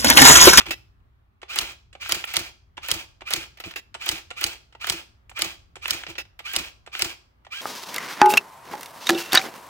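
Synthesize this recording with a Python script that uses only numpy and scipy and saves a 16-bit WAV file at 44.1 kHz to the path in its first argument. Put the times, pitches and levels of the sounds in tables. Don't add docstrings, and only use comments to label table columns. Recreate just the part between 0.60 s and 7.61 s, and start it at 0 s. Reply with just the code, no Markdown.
import sys
import numpy as np
from scipy import signal
from scipy.fft import rfft, irfft, next_fast_len
from scipy.io import wavfile
from scipy.ndimage import uniform_filter1d

SR = 44100
rng = np.random.default_rng(int(sys.argv[2]) if len(sys.argv) > 2 else 0)


def decibels_to_gain(level_db):
    exponent = np.asarray(level_db, float) / 20
    return 10 ** exponent


def materialize(psi):
    bounded = np.clip(np.atleast_2d(psi).T, -1, 1)
    quanta = np.round(bounded * 32767).astype(np.int16)
    wavfile.write(sys.argv[1], SR, quanta)


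N = 309141


def evened(x):
    return x / np.sqrt(np.mean(x ** 2) + 1e-20)


def read(points, hz):
    f, value = np.transpose(points)
    return np.interp(np.log(hz + 1), np.log(f + 1), value)


def add(mix, start_s, sound):
    part = mix[..., round(start_s * SR):][..., :sound.shape[-1]]
    part += sound[..., :part.shape[-1]]


def bandpass(x, low_hz, high_hz):
    return signal.sosfilt(signal.butter(2, [low_hz, high_hz], "band", fs=SR, output="sos"), x)


def ring(modes):
    t = np.arange(SR // 3) / SR
    return sum(decibels_to_gain(db - 60 * t / t60) * np.sin(2 * np.pi * hz * t) for hz, db, t60 in modes)


def through(x, peaks):
    damped = [(hz, max(width, 0.09 * hz), db) for hz, width, db in peaks]
    body = ring([(hz, db + 10 * np.log10(width), 2.2 / width) for hz, width, db in damped])[:2048]
    body = bandpass(body, 0.8 * peaks[0][0], min(1.2 * peaks[-1][0], 0.45 * SR))
    return signal.oaconvolve(x, body[None] / np.linalg.norm(body), axes=1)[:, :N]


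def pair(shape, apart):
    both, left, right = rng.standard_normal((shape, 3)).T
    return np.array([both + apart * left, both + apart * right]) / np.sqrt(1 + apart ** 2)


def scrape(db, knock_db, snap_db, tick_db, t60, rise=0.0018):
    t = np.arange(4000) / SR
    shape = decibels_to_gain(db - 60 * t / max(t60, 0.004)) * np.minimum(t / rise, 1)
    return np.array([decibels_to_gain(re_db) * shape * pair(len(t), apart=0.86)
                     for re_db in (knock_db, 0, snap_db, tick_db)])


# centre in Hz, width in Hz, level in dB.
PLATE_PEAKS = [(376, 42, -5.5), (651, 500, -2), (848, 270, 1), (1210, 1000, 0.5)]
# centre in Hz, width in Hz, level in dB.
SHELL_PEAKS = [(1442, 100, -9.5), (2100, 400, -13.5), (2590, 1100, 4.5), (3085, 790, 1)]
# centre in Hz, width in Hz, level in dB.
RIB_PEAKS = [(4140, 240, -1.1), (4730, 630, 0.32), (5450, 1200, -2.4)]
# centre in Hz, width in Hz, level in dB.
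TINE_PEAKS = [(6640, 2000, 6.5), (8100, 8800, 1), (10940, 6000, -7.5), (13000, 3100, -2.5),
              (15000, 2000, -8)]


def shake_bodies(drive):
    bodies = (PLATE_PEAKS, SHELL_PEAKS, RIB_PEAKS, TINE_PEAKS)
    return sum(through(x, body) for x, body in zip(drive, bodies))


# frequency in Hz, density in dB per Hz.
AIR_SPECTRUM = [(15, -55), (28, -36), (42, -6), (59, -2), (82, -2), (120, -12), (160, -19), (250, -17),
                (450, -24), (1200, -22), (2000, -29), (3500, -35), (5000, -44), (9000, -52), (16000, -45)]
# frequency in Hz, correlation from -1 to 1.
AIR_LIKENESS = [(60, 0.8), (180, 0.7), (550, -0.21), (1650, -0.3), (4970, -0.1), (15000, -0.02)]
# time in seconds, hum in dB, room tone in dB.
AIR_LEVELS = [(0.0, -53, -67), (0.82, -64, -72.5), (1.07, -58.5, -73), (3.119, -59, -68.5),
              (4.16, -60.5, -68.5), (5.27, -58.5, -69), (7.01, -64, -68)]


def air():
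    frames, hz = N // 512 + 5, np.fft.rfftfreq(2048, 1 / SR)
    a, b, c, d, patches = rng.standard_normal((frames, 1025, 5)).T
    patches = evened(uniform_filter1d(uniform_filter1d(patches, 12, 0), 8, 1))
    same = np.clip(read(AIR_LIKENESS, hz), -1, 1)[:, None]
    left = a + 1j * b
    z = np.array([left, same * left + np.sqrt(1 - same ** 2) * (c + 1j * d)])
    z *= decibels_to_gain(read(AIR_SPECTRUM, hz)[:, None] + 1.5 * patches)
    s, *levels_db = np.transpose(AIR_LEVELS)
    out = np.zeros((2, N))
    for band, db in zip((hz < 200, hz >= 200), levels_db):
        part = signal.istft(z * band[:, None], nperseg=2048, noverlap=1536)[1][:, :N]
        out += evened(part) * decibels_to_gain(np.interp(np.arange(N) / SR, s, db))
    return out


# frequency in Hz, level in dB re low rumble.
HUM_LINES = [(59, -2.5), (87, -13.5), (118, -11), (250, -24), (392, -24)]


def hum():
    t = np.arange(N) / SR
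    s, db = np.transpose(AIR_LEVELS)[:2]
    swell_db = 2.2 * np.sin(2 * np.pi * 1.5 * t) + 1.2 * np.sin(2 * np.pi * 6.5 * t)
    lines = sum(decibels_to_gain(line_db) * np.sin(2 * np.pi * hz * t) for hz, line_db in HUM_LINES)
    return decibels_to_gain(np.interp(t, s, db) + swell_db) * lines


# multiple of the step rate, level in dB.
WHINE_HARMONICS = [(1, 1), (2, 1), (3, -6)]


def whirl(s, db, whine_db, thrum_db, grind_db, fizz_db):
    t = np.arange(s[0], s[-1], 1 / SR)
    level = decibels_to_gain(np.interp(t, s, db)) * signal.windows.tukey(len(t), 0.1)
    teeth = evened(decibels_to_gain(2.2 * np.repeat(rng.standard_normal(len(t) // 60 + 1), 60)[:len(t)]))
    bright = np.minimum((t - s[0]) / 0.015, 1) ** 2
    knock, clack, snap, tick = (level * teeth * pair(len(t), apart=0.7) for _ in range(4))
    speed = 1 - 0.27 * np.exp(-(t - s[0] - 0.024) / 0.021) - 0.06 * np.exp((t - s[-1]) / 0.008)
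    wobble = 1 + 0.08 * uniform_filter1d(rng.standard_normal(len(t)), 200)
    step_hz = 1650 * np.clip(speed, 0.72, 1) * wobble
    turns = np.cumsum(step_hz) / SR
    tones = sum(decibels_to_gain(g) * np.cos(2 * np.pi * k * turns) for k, g in WHINE_HARMONICS)
    whine = level * decibels_to_gain(np.interp(t, s, whine_db)) * tones
    return np.array([knock * decibels_to_gain(np.interp(t, s, thrum_db)), clack + whine,
                     snap * decibels_to_gain(grind_db) + 0.36 * whine, bright * tick * decibels_to_gain(fizz_db)])


# start in seconds, length in seconds, rattle in dB,
# whine in dB re rattle, detent click in dB.
SEEK_RUNS = [(0.879, 0.085, -38, -2, -36), (1.395, 0.099, -40, -5.5, -33), (1.657, 0.082, -39.5, -8, -53),
             (2.213, .071, -41, -2.5, -36.5), (2.65, 0.06, -41.5, 2, -37), (3.393, 0.078, -40, -3, -37.5),
             (3.755, 0.062, -40, -1.5, -51), (4.195, 0.078, -41, -2.5, -38),
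             (4.746, .046, -42.5, 1.5, -28.5), (5.21, .068, -41, -3, -41.5), (5.837, .098, -40.5, 1.5, -32),
             (6.314, .077, -40, -4.5, -47), (6.902, 0.13, -41, 1, -39.5)]
# start in seconds, run in seconds,
# rattle in dB, sag over the run in dB.
HOME_RUNS = [(0, 0.018, -39.5, -2), (.055, 0.038, -46.5, 5.5), (.997, 0.12, -34, -10),
             (1.531, .078, -37, -1.5), (1.777, .1, -37.5, -6.5), (2.324, .086, -42, 3),
             (2.746, 0.094, -39, -2.3), (3.037, .07, -39.5, -9.5), (3.5, 0.079, -41, 3.5),
             (3.85, .084, -39.5, -1), (4.308, 0.094, -38, -4.5), (4.83, 0.098, -34, -11),
             (5.318, 0.1, -35.5, -7.5), (5.47, 0.031, -53, 13.5), (5.972, 0.11, -34.5, -11),
             (6.431, .082, -41, 1.9)]
# centre in Hz, width in Hz, level in dB.
FRAME_PEAKS = [(2420, 300, 6.5), (3180, 300, -4.5)]


def steppers():
    drive = np.zeros((4, 2, N))
    for start, length, db, whine_db, detent_db in SEEK_RUNS:
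        spin_up_s, brake_s, swell_db = 0.021, 0.018, 1
        s = start + np.array([0, spin_up_s, length - brake_s, length])
        rattle_db = db + np.array([-19.5, 0, swell_db, swell_db - 5])
        sing_db = whine_db + np.array([-7, 0, -2, -2])
        add(drive, start, whirl(s, rattle_db, sing_db - 7.5, -17.0 + 0 * s, grind_db=-2.5, fizz_db=-6.0))
    for start, run, db, sag_db in HOME_RUNS:
        coast_s, coast_db = 0.048, -21.5
        s = start + np.array([0, run, run + coast_s])
        rattle_db = db + np.array([0, sag_db, sag_db + coast_db])
        add(drive, start, whirl(s, rattle_db, -17 + 0 * s, [-8.5, -8.5, -3], grind_db=-4.0, fizz_db=-5.5))
    return shake_bodies(drive) + decibels_to_gain(-3.5) * through(drive[1], FRAME_PEAKS)


# touch in seconds, touch in dB, tick in dB re touch, bottoming out after
# in seconds, bottom in dB.
KEY_PRESSES = [(.817, -43, -8, .013, -33), (1.3289, -44, -6, .0225, -37.5),
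               (2.1699, -38.5, -9, .0075, -29.5), (2.608, -42, -14, .0103, -34.5),
               (3.3428, -31.5, -6, .007, -28.5), (3.704, -34.5, -4.5, 0.0067, -28),
               (4.125, -48, -13.5, 0.025, -39.5), (4.695, -43, -1.5, .0192, -40.5),
               (5.156, -37, -3.5, .0096, -37.5), (5.792, -33, -14, .01, -37.5),
               (6.263, -41.5, -7, .011, -37), (6.8487, -47, -13, .0179, -41)]
# start in seconds, peak in dB.
RIBBON_LIFTS = [(0.9579, -25.5), (1.4917, -25), (1.7373, -26.5), (2.2841, -26.5), (2.7056, -25),
                (3.46, -27), (3.8106, -27), (4.269, -27), (4.7901, -28), (5.2792, -28), (5.9338, -27),
                (6.392, -27)]
# start in seconds, peak in dB, t60 in seconds.
KEY_RETURNS = [(.0078, -16.5, 0.014), (0.0153, -21, 0.013), (.086, -25, 0.014), (.402, -69.5, .04),
               (1.4607, -21.5, .014), (1.6404, -16.5, .022), (3.1384, -27.5, .012), (4.2437, -17, 0.021),
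               (5.257, -9.5, .011), (5.4358, -24, 0.021), (6.3506, -18, 0.021)]
# start in seconds, peak in dB, t60 in seconds.
BAR_LINKS = [
    (.0574, -35.5, .054),
    (.0647, -29, .044),
    (2.9723, -43, .054),
    (2.9855, -41.5, .023),
    (3.0005, -31.5, .06),
    (3.039, -26.5, .021),
    (3.1089, -35.5, .07),
    (5.466, -29, .045),
    (5.5533, -39.5, .098),
    (5.6521, -46.5, .033),
]


def contacts():
    rows = []  # (s, peak dB, knock dB, snap dB, tick dB, t60 s[, rise s])
    for s, db, tick_db, after_s, bottom_db in KEY_PRESSES:
        rows.append((s, db, -12, -9, tick_db - 6, 0.056, 0.0013))
        rows.append((s + after_s, bottom_db, 0, -14, -17, 0.0363))
    rows += [(run[0] + 0.027, run[-1], -21, -11.5, -14.5, 0.09) for run in SEEK_RUNS]
    rows += [(s + 0.0012, db, -11.5, -6, -8.5, 0.12) for s, db in RIBBON_LIFTS]
    rows += [(s, db, -13.5, -20.5, -16.5, t60) for s, db, t60 in KEY_RETURNS]
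    rows += [(s, db, -9.5, -6.5, -16, t60) for s, db, t60 in BAR_LINKS]
    drive = np.zeros((4, 2, N))
    for s, *colour in rows:
        add(drive, s - 0.001, decibels_to_gain(2.5) * scrape(*colour))
    return shake_bodies(bandpass(drive, 380, 9500))


# start in seconds, level in dB.
SPACE_STEPS = [
    (0.056, -11),
    (3.042, -12),
    (5.47, -11),
]
# time in seconds, peak in dB, carriage latch in dB re peak.
HAMMER_BLOWS = [(.988, -7.5, -15.5), (1.5219, -6.5, -14.5), (1.7677, -6.5, -17), (2.315, -7, -15),
                (2.7367, -8, -14), (3.4905, -8, -13.5), (3.8409, -8, -13.5), (4.2988, -8, -14.5),
                (4.8205, -8.5, -14.5), (5.3081, -8.5, -14.5), (5.9634, -8.5, -14), (6.4216, -7.5, -14)]
# frequency in Hz, level in dB, t60 in seconds.
CASE_RING = [(58, -15, 0.084), (86, -0.5, 0.049), (133, -2.5, 0.041), (171, -5.5, 0.11), (332.7, 2, 0.081),
             (370, -5.5, .04), (660, -7, 0.065)]


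def case_thuds():
    thud = np.zeros((2, N))
    for s, db in SPACE_STEPS:
        add(thud, s, decibels_to_gain(db - 9.0) * pair(2400, apart=0.45) * np.hanning(2400))
    for s, db, latch_db in HAMMER_BLOWS:
        add(thud, s + 0.0014, decibels_to_gain(db - 7) * pair(500, apart=0.45) * np.hanning(500))
        add(thud, s + 0.02, decibels_to_gain(db - 12) * pair(1800, apart=0.57) * np.hanning(1800))
    case = bandpass(ring(CASE_RING), 45, 900)
    return decibels_to_gain(-44) * signal.oaconvolve(thud, case[None], axes=1)[:, :N]


# start in seconds, peak in dB, length in seconds.
WIRE_ZIPS = [(0.108, -37.5, 0.018), (1.644, -37.5, .02), (.064, -39, 0.007), (2.973, -55, 0.013),
             (2.998, -40.5, 0.019), (3.111, -48, 0.014), (3.16, -48, .012), (4.698, -51, 0.011),
             (5.791, -46, .01)]
# centre in Hz, width in Hz, level in dB.
WIRE_PEAKS = [(8500, 3000, -7), (12400, 2000, 1), (15000, 2700, -4.5)]


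def wires():
    drive = np.zeros((2, N))
    for s, db, length_s in WIRE_ZIPS + [(s, db + 1, 0.009) for s, db in RIBBON_LIFTS]:
        size = round(length_s * SR)
        add(drive, s - 0.003, decibels_to_gain(db) * np.hanning(size) * pair(size, apart=0.82))
    return through(drive, WIRE_PEAKS)


# start in seconds, peak in dB, chatter length in seconds,
# tick in dB re peak.
BAR_SPRINGS = [
    (0.108, -16.5, 0.03, -11.5),
    (3.1597, -23.5, 0.034, -12.5),
    (5.5819, -22, 0.034, -14),
]
# frequency in Hz, level in dB, t60 in seconds.
BAR_RING = [(1980, -12, .1), (2640, 4, .035), (2680, -25, .25), (3280, -7, .06), (3880, -6, .05),
            (5010, -5, .04), (5320, -28, .3), (5800, -4, .03), (7140, -7, .03)]


def space_bar():
    out = np.zeros((2, N))
    for s, db, length_s, tick_db in BAR_SPRINGS:
        t = np.arange(round(1.3 * length_s * SR)) / SR
        fade = signal.windows.tukey(len(t), 0.15) * (1 + 0.7 * np.exp(-t / 0.0047))
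        hits = decibels_to_gain(db - 12 * t / length_s) * fade * pair(len(t), apart=1.0)
        hits = np.pad(hits, ((0, 0), (0, 2000)))
        add(out, s - 0.002, decibels_to_gain(-31.0) * signal.oaconvolve(hits, ring(BAR_RING)[None], axes=1))
        add(out, s - 0.002, shake_bodies([decibels_to_gain(body_db) * hits for body_db in (-15, -7, -9, tick_db)]))
    return out


# centre in Hz, width in Hz, level in dB.
SPRING_PEAKS = [(7500, 700, -6), (7800, 770, 0.5), (9600, 1200, -9)]


def springs():
    drive = np.zeros((2, N))
    for s, db, tick_db, after_s, bottom_db in KEY_PRESSES:
        add(drive, s, scrape(db + tick_db - 2, 0, 0, 0, 0.055)[1])
    return through(drive, SPRING_PEAKS)


def hammer_linkage():
    drive = np.zeros((4, 2, N))
    for s, db, latch_db in HAMMER_BLOWS:
        add(drive, s - 0.028, scrape(db - 27.5, -9.5, -7.5, -13.5, 0.84, rise=0.0061)[..., :1200])
        add(drive, s - 0.011, scrape(db - 21.0, -15, 0.055, -3.5, 0.23, rise=0.00087)[..., :460])
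        add(drive, s + 0.0015, scrape(db - 10, -10.0, -0.79, -3, 0.03))
        add(drive, s + 0.02, scrape(db + latch_db - 1.5, -9.0, -0.74, -0.7, 0.071, rise=0.006))
    return shake_bodies(drive)


# frequency in Hz, level in dB, t60 in seconds.
HAMMER_RING = [(1290, -14.5, 0.011), (2220, -8.5, 0.011), (3037, -3, 0.013), (3730, 0.5, 0.006),
               (4260, -8.5, 0.011), (4880, 0.5, 0.007), (5440, -3.5, 0.007), (6390, -4, 0.0068),
               (7800, -1.5, 0.005), (8630, -3.5, 0.0066), (9880, -3.5, 0.0055), (11180, -4.5, 0.0057),
               (13640, -6, .005), (15300, -6.5, .004)]


def hammer():
    crack = np.zeros((2, N))
    t = np.arange(800) / SR
    swell = (1 - np.exp(-t / 0.00035)) ** 2
    modes = np.array(HAMMER_RING)[:, :, None, None]
    hz, mode_db, t60 = modes[:, 0], modes[:, 1], modes[:, 2]
    for s, db, latch_db in HAMMER_BLOWS:
        letter = rng.standard_normal((len(modes), 3))
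        detune, port_phase = 1 + 0.038 * letter[:, :1, None], 0.31 * letter[:, 1:, None]
        phase = 2 * np.pi * (hz * t * detune + port_phase)
        rung = (decibels_to_gain(mode_db - 60 * t / t60) * np.sin(phase)).sum(0)
        add(crack, s - 0.0005, decibels_to_gain(db - 17) * evened(swell * rung))
    return decibels_to_gain(6.5) * crack


# frequency in Hz, t60 in seconds.
WALL_DECAY = [(200, 0.43), (700, 0.44), (2000, 0.33), (5000, 0.4), (12000, 0.27)]


def room(x):
    size = SR // 2
    taps = np.zeros((2, size))
    slots = np.arange(120, size - 20, 20)
    at = slots + rng.integers(0, 20, (2, len(slots)))
    np.put_along_axis(taps, at, rng.choice([-1., 1.], at.shape), 1)
    hz, t, z = signal.stft(taps, SR, nperseg=256)
    tail = signal.istft(z * decibels_to_gain(-60 * t / read(WALL_DECAY, hz)[:, None]), SR, nperseg=256)[1]
    return signal.fftconvolve(x.mean(0)[None], tail / np.linalg.norm(tail[0]), axes=1)[:, :N]


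# frequency in Hz, left re right in dB.
PORT_COLOUR = [(60, 0.0), (150, -1.0), (380, -0.5), (950, -3.5), (2380, -2.5), (5980, -1.5), (15000, -1.5)]


def ports(x, lag_samples=5.41):
    size = next_fast_len(N)
    hz = np.fft.rfftfreq(size, 1 / SR)
    half = decibels_to_gain(read(PORT_COLOUR, hz) / 2) * np.exp(1j * np.pi * hz * lag_samples / SR)
    return irfft(rfft(x, size) * np.array([half, 1 / half]), size)[:, :N]


def scene():
    whirr = steppers()
    taps = contacts() + wires() + springs() + hammer_linkage()
    blows = case_thuds() + hammer()
    bar = space_bar()
    echo = room(decibels_to_gain(-16.0) * blows + decibels_to_gain(-12.5) * whirr + decibels_to_gain(-12.0) * taps + decibels_to_gain(-22) * bar)
    return decibels_to_gain(-2.0) * ports(blows + whirr + taps + bar) + echo + air() + hum()


def top_cut(x):
    return signal.sosfilt(signal.butter(12, 16660, fs=SR, output="sos"), x)


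def record(dry):
    low_pass = signal.firwin(255, 15900, window=("kaiser", 3), fs=SR)
    x = signal.oaconvolve(dry, low_pass[None], "same")
    return top_cut(np.clip(x, -1, 1))


dry = scene()
out = record(dry)
materialize(out)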